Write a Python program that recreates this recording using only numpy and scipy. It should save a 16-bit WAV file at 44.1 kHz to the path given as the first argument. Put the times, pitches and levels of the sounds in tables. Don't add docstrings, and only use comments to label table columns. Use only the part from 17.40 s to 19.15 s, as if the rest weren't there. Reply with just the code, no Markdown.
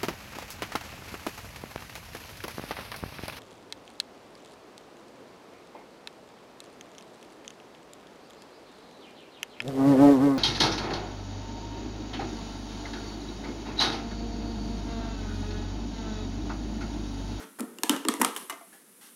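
import sys
import numpy as np
from scipy import signal
from scipy.fft import rfft, irfft, next_fast_len
from scipy.io import wavfile

SR = 44100
rng = np.random.default_rng(int(sys.argv[2]) if len(sys.argv) > 2 else 0)


def pcm_store(signal):
    levels = np.round(np.clip(np.atleast_2d(signal), -1, 1) * 32767)
    wavfile.write(sys.argv[1], SR, levels.astype(np.int16).T)


N = 77175


def undb(db):
    return 10 ** (np.asarray(db) / 20)


def unit_rms(x):
    return x / np.sqrt(np.mean(x ** 2))


def unit_blow(x):
    return x / np.sqrt(np.sum(x ** 2) / (.003 * SR))


def band(x, edges_hz):
    sos = signal.butter(3, np.clip(edges_hz, 20, SR / 2 - 100), btype="band", fs=SR, output="sos")
    return signal.sosfilt(sos, x)


def colour(x, points):
    size = next_fast_len(2 * len(x))
    size += size % 2
    hz, db = np.array(points).T
    bins_hz = np.maximum(np.arange(size // 2 + 1) * SR / size, 1)
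    gain = undb(np.interp(np.log(bins_hz), np.log(hz), db))
    cepstrum = irfft(np.log(gain))
    cepstrum[1:size // 2] *= 2
    cepstrum[size // 2 + 1:] = 0
    return irfft(rfft(x, size) * np.exp(rfft(cepstrum)))[:len(x)]


def fade(t, t60):
    return np.exp(-np.log(1000) * t / t60)


def mode(t, hz, t60):
    return fade(t, t60) * np.sin(2 * np.pi * hz * t)


def add(out, start_s, x):
    i = max(int(start_s * SR), 0)
    out[i:i + len(x)] += x[:max(N - i, 0)]


# freq_hz, gain_db
ROOM_TONE = [(40, -36), (110, -19.5), (210, 0.5), (450, -0.5), (750, -10), (1400, -12), (2600, -18.5),
             (6000, -15.5), (11000, -19), (15500, -13.5)]


def room_tone(level_db=-57):
    return undb(level_db) * unit_rms(colour(rng.standard_normal(N), ROOM_TONE))


# centre_hz, level_db, t60_s
ROOM_DECAY = [(155, -13, 0.68), (262, -6, 0.42), (594, 1, 0.31), (1090, -1, 0.44), (2020, -4, 0.4),
              (3430, -4, 0.4), (4760, -9.5, 0.43), (9200, -5.5, 0.36), (15100, -13, 0.37)]


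def room(delay_s=0.0033, build_s=0.0024):
    centres_hz, levels_db, t60s = np.array(ROOM_DECAY).T
    late = np.maximum(np.arange(SR // 2) / SR - delay_s, 0)
    spectrum = rfft(rng.standard_normal(2 * SR))
    log_hz = np.log(np.arange(len(spectrum)) / 2 + 1)
    weights = [np.interp(log_hz, np.log(centres_hz), row) for row in np.eye(len(centres_hz))]
    noise_bands = np.array([irfft(spectrum * weight) for weight in weights])
    envelopes = np.array([fade(late, t60) * (1 - np.exp(-late / build_s)) for t60 in t60s])
    envelopes *= (undb(levels_db) / np.linalg.norm(envelopes, axis=1))[:, None]

    def echo(x):
        i = rng.integers(SR)
        response = np.sum(noise_bands[:, i:i + len(late)] * envelopes, axis=0)
        return signal.fftconvolve(x, response)
    return echo


def friction(slip_samples=60, uneven_db=1):
    noise = rng.standard_normal(N)
    slips_db = uneven_db * rng.standard_normal(N // slip_samples + 1)
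    return noise * undb(np.repeat(slips_db, slip_samples)[:N])


# time_s, level_db
BAG_LEVELS = [(.92, -61), (1.0, -48.5), (1.149, -59.5), (1.3, -58.5), (1.471, -61.5), (1.62, -58),
              (1.75, -57.5)]
# freq_hz, gain_db
BAG_SPECTRUM = [(100, -25), (900, -18), (3000, -10.5), (7000, -14.5), (9500, -0.5), (11300, -2),
                (13000, -5), (16000, -19)]


def bag():
    times_s, levels_db = np.array(BAG_LEVELS).T
    envelope = undb(np.interp(np.arange(N) / SR, times_s, levels_db))
    return unit_rms(colour(friction(), BAG_SPECTRUM)) * envelope


# start_s, pitch_hz, slip_db
CREAKS = [(0.187, 10760, -52), (1.325, 1734, -59.5), (1.622, 1985, -64)]


def creaks(longest_gap_s=0.0019, t60_s=0.039):
    t, out = np.arange(SR // 10) / SR, np.zeros(N)
    for start_s, pitch_hz, slip_db in CREAKS:
        slip = undb(slip_db) * unit_blow(mode(t, pitch_hz, t60_s))
        gaps_s = longest_gap_s * rng.uniform(0.57, 1, size=9)
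        for slip_s in start_s + np.cumsum(gaps_s):
            add(out, slip_s, slip)
    return out


# low_hz, high_hz
CASE_BANDS = [(200, 530), (680, 1820), (2500, 6380), (6800, 16000)]
# start_s, length_s, shell_db, panel_db, latch_db, tick_db
SCUFFS = [ (0.000, 0.057, -46, -48.5, -51.5, -56), (0.187, 0.017, -38.5, -45, -53, -50),
          (0.258, 0.72, -53, -64, -73, -89), (0.513, 0.063, -37, -39.5, -77, -51),
          (0.681, 0.071, -44.5, -56, -45.5, -65), (0.797, 0.049, -36, -43.5, -49, -42.5),
          (0.848, 0.06, -38, -51, -45, -55), (0.95, 0.0066, -74, -63, -50, -44),
          (0.962, 0.028, -50, -46.5, -45.5, -39.5), (0.999, 0.053, -49.5, -65, -55.5, -71),
          (1.325, 0.058, -64, -60.5, -64, -61), (1.61, 0.11, -77, -61.5, -57.5, -58.5)]


def scuffs(rise_share=0.028):
    t, out = np.arange(N) / SR, np.zeros(N)
    noise_bands = np.array([unit_rms(band(friction(), edges)) for edges in CASE_BANDS])
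    for start_s, length_s, *levels_db in SCUFFS:
        rise = np.clip((t - start_s) / (rise_share * length_s), 0, 1)
        fall = np.clip(2 * (1 - (t - start_s) / length_s), 0, 1)
        out += rise * fall * (undb(levels_db) @ noise_bands)
    return out


def ring(t, modes, pitch_ratio=1, scatter_db=3, detune=0.016):
    out = np.zeros(len(t))
    for k, (hz, db, t60) in enumerate(modes):
        gain = undb(db + scatter_db * rng.standard_normal())
        pitch_hz = hz * pitch_ratio * (1 + detune * rng.standard_normal())
        out += (-1) ** k * gain * mode(t, pitch_hz, t60)
    return unit_blow(out)


def crack(t, edges_hz, t60):
    burst = rng.choice([-1., 1.], len(t)) * fade(t, t60)
    return unit_blow(band(burst + 1e-18, edges_hz))


# pitch_hz, level_db, t60_s
SHELL_MODES = [(226, -8, 0.074), (277.9, -2, 0.068), (335.5, 1, 0.036), (418, -11.5, 0.078)]


def shell_thump(t, pitch_ratio, crack_db=-8.5, rise_s=0.0019, radiates_hz=(200, 1500)):
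    modes = ring(t, SHELL_MODES, pitch_ratio)
    burst = undb(crack_db) * crack(t, CASE_BANDS[0], t60=0.045)
    rise = 1 - np.exp(-t / rise_s)
    return band((modes + burst) * rise, radiates_hz)


# pitch_hz, level_db, t60_s
PANEL_MODES = [(734.5, -12.5, 0.22), (780, -18, 0.072), (929, -5, 0.11), (1066, 6.5, 0.033),
               (1162, -10, 0.15), (1312, 1, 0.03), (1830, -9, 0.062)]
# low_hz, high_hz, level_db
PANEL_CLUSTERS = [(737, 1395, -1), (1770, 2495, -8.5)]


def panel_clack(t, crack_t60_s):
    modes = ring(t, PANEL_MODES)
    return modes + sum(undb(db) * crack(t, (low, high), crack_t60_s) for low, high, db in PANEL_CLUSTERS)


PART_MODES = { "latch tab": [(880, -2, .04), (2810, 1.5, 0.015), (7300, 2, 0.0038)],
              "catch": [(950, 10, 0.011), (1690, 1, .025), (3530, 0, .01), (4320, -4, 0.015),
              (5360, -1, 0.0042), (6730, 3.5, 0.0039), (8570, 0, 0.0094), (11900, -3, 0.0064)],
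              "right latch": [(1033, 4.5, 0.0073), (3040, 4.5, 0.0089), (3630, -4.5, 0.026),
              (6140, -5, .008), (7870, -4, 0.0039), (10200, -1.5, 0.0023)],
              "left latch": [(1240, 5.5, 0.0075), (1844, -12.5, 0.034), (3310, 6, 0.021), (4350, 9, .009),
              (7900, 3, 0.0036), (8980, 1, 0.0042)], "rim": [(910, 3.5, 0.014), (1984, 1, 0.0079),
              (2880, -3.5, 0.0051), (6100, -3, 0.0022), (10680, -3, 0.0043)], "flap": [(1297, 4.5, 0.021),
              (3230, -2, 0.0092), (4640, -5, 0.0035), (6280, -13, .012), (9060, 3, 0.0038)],
              "hinge": [(1035, 11, 0.035), (1604, 5, 0.026), (3090, 5.5, 0.013), (10100, -0.5, 0.0044)],
              "stop": [(1280, 4, 0.0095), (2064, -8, 0.14), (2930, 0, 0.044), (6150, -4, 0.03),
              (12400, -6, 0.0043)], "lid": [(684, 8, 0.062)]}


def struck_part(t, part, splits_hz=(2450, 6500)):
    ranges = np.zeros((3, len(t)))
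    for k, (hz, db, t60) in enumerate(PART_MODES[part]):
        ranges[np.searchsorted(splits_hz, hz)] += (-1) ** k * undb(db) * unit_blow(mode(t, hz, t60))
    return ranges


# start_s, part, shell_db, panel_db, latch_db, tick_db, latch_crack_t60_ms, shell_pitch_ratio, room_db
KNOCKS = [ (0.04, "flap", -40, -49, -50.5, -63, 4.4, 0.74, 5),
          (0.1960, "flap", -29, -33.5, -50.5, -39, 9.1, 0.889, -0.5),
          (0.2057, "rim", -24.5, -43, -39, -34, 12, 1.01, -4),
          (0.228, "lid", -26, -40, -54, -58, 8.5, 0.9, -6),
          (0.386, "latch tab", -40, -45.5, -41, -44, 7.1, 1.07, -6),
          (0.4342, "catch", -24, -23.5, -23.5, -23, 12.6, 1.08, -2.5),
          (0.4950, "right latch", -14.5, -21.5, -17, -19.5, 11, 0.98, -2.5),
          (0.5633, "right latch", -31, -36, -35, -40, 17, 1, -1.5),
          (0.6503, "latch tab", -22, -30.5, -34, -42.5, 13, 0.98, -4.5),
          (0.6700, "catch", -23.5, -47, -58, -64, 3.3, 1.086, 2.5),
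          (0.6853, "left latch", -16.5, -19.5, -21, -21, 18, 1.05, -4.5),
          (0.7393, "rim", -28, -32, -36.5, -33.5, 5.3, 1, 1),
          (0.798, "lid", -22.5, -42, -64, -62, 3.6, .9, -2),
          (0.8148, "rim", -18, -15, -30.5, -24, 6.6, 0.9, -5.5),
          (0.8180, "rim", -26, -22.5, -23.5, -21.5, 9.9, 1.04, -2.5),
          (0.8314, "catch", -35, -22.5, -49, -50, 6.1, 1.2, -4.5),
          (0.8472, "flap", -35.5, -18, -22, -20.5, 16, 1.3, -4),
          (0.9637, "hinge", -37.5, -30.5, -31, -34.5, 14, 1.4, -2),
          (1.017, "lid", -40, -61, -66, -70, 7.6, 1.2, -1),
          (1.0972, "stop", -50, -28, -34.5, -33, 48, 1.13, -1),
          (1.103, "stop", -43, -37, -37.5, -49, 19, 1.25, -6),
          (1.1245, "lid", -38, -36.5, -43.5, -55, 22, 1.3, -1.5),
          (1.2115, "lid", -54, -42, -64, -62, 10, 1, -2.5)]


def knocks(echo, contact_rise_s=0.00036, snap_send_db=-7, spread_send_db=-0.5):
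    t, out = np.arange(SR // 5) / SR, np.zeros(N)
    contact = 1 - np.exp(-t / contact_rise_s)
    latch_band, tick_band = CASE_BANDS[2:]
    impulse = signal.unit_impulse(len(t)) + 1e-18
    latch_spread = unit_blow(band(impulse, latch_band))
    tick_spread = unit_blow(band(impulse, tick_band))
    for start_s, part, shell_db, panel_db, latch_db, tick_db, crack_ms, pitch_ratio, room_db in KNOCKS:
        crack_s = crack_ms / 1000
        part_low, part_mid, part_high = struck_part(t, part)
        shell = shell_thump(t, pitch_ratio)
        panel = (part_low + panel_clack(t, 2 * crack_s)) * contact
        latch = (part_mid + crack(t, latch_band, crack_s)) * contact
        tick = (part_high + crack(t, tick_band, 0.95 * crack_s)) * contact
        body = undb(shell_db) * unit_blow(shell) + undb(panel_db) * unit_blow(panel)
        snap = undb(latch_db) * unit_blow(latch) + undb(tick_db) * unit_blow(tick)
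        add(out, start_s, body + snap)
        spread_echo = undb(latch_db) * echo(latch_spread) + undb(tick_db) * echo(tick_spread)
        knock_echo = echo(body + undb(snap_send_db) * snap)
        add(out, start_s, undb(room_db) * (knock_echo + undb(spread_send_db) * spread_echo))
    return out


def scene(rub_send_db=-1):
    echo = room()
    rubs = scuffs() + creaks()
    mix = room_tone() + rubs + undb(rub_send_db) * echo(rubs)[:N] + bag() + knocks(echo)
    return mix[None]


# freq_hz, gain_db
MIC_RESPONSE = [(30, 0), (100, -2.5), (150, -1), (205, 1), (600, -4.5), (2000, 2), (5000, -2.5),
                (8000, 1.5), (12000, 1.5), (15000, -8)]


def record(dry, top_hz=15700):
    top_cut = signal.ellip(8, .2, 70, top_hz, fs=SR, output="sos")
    return signal.sosfilt(top_cut, colour(dry[0], MIC_RESPONSE))[None]


dry = scene()
out = record(dry)
pcm_store(out)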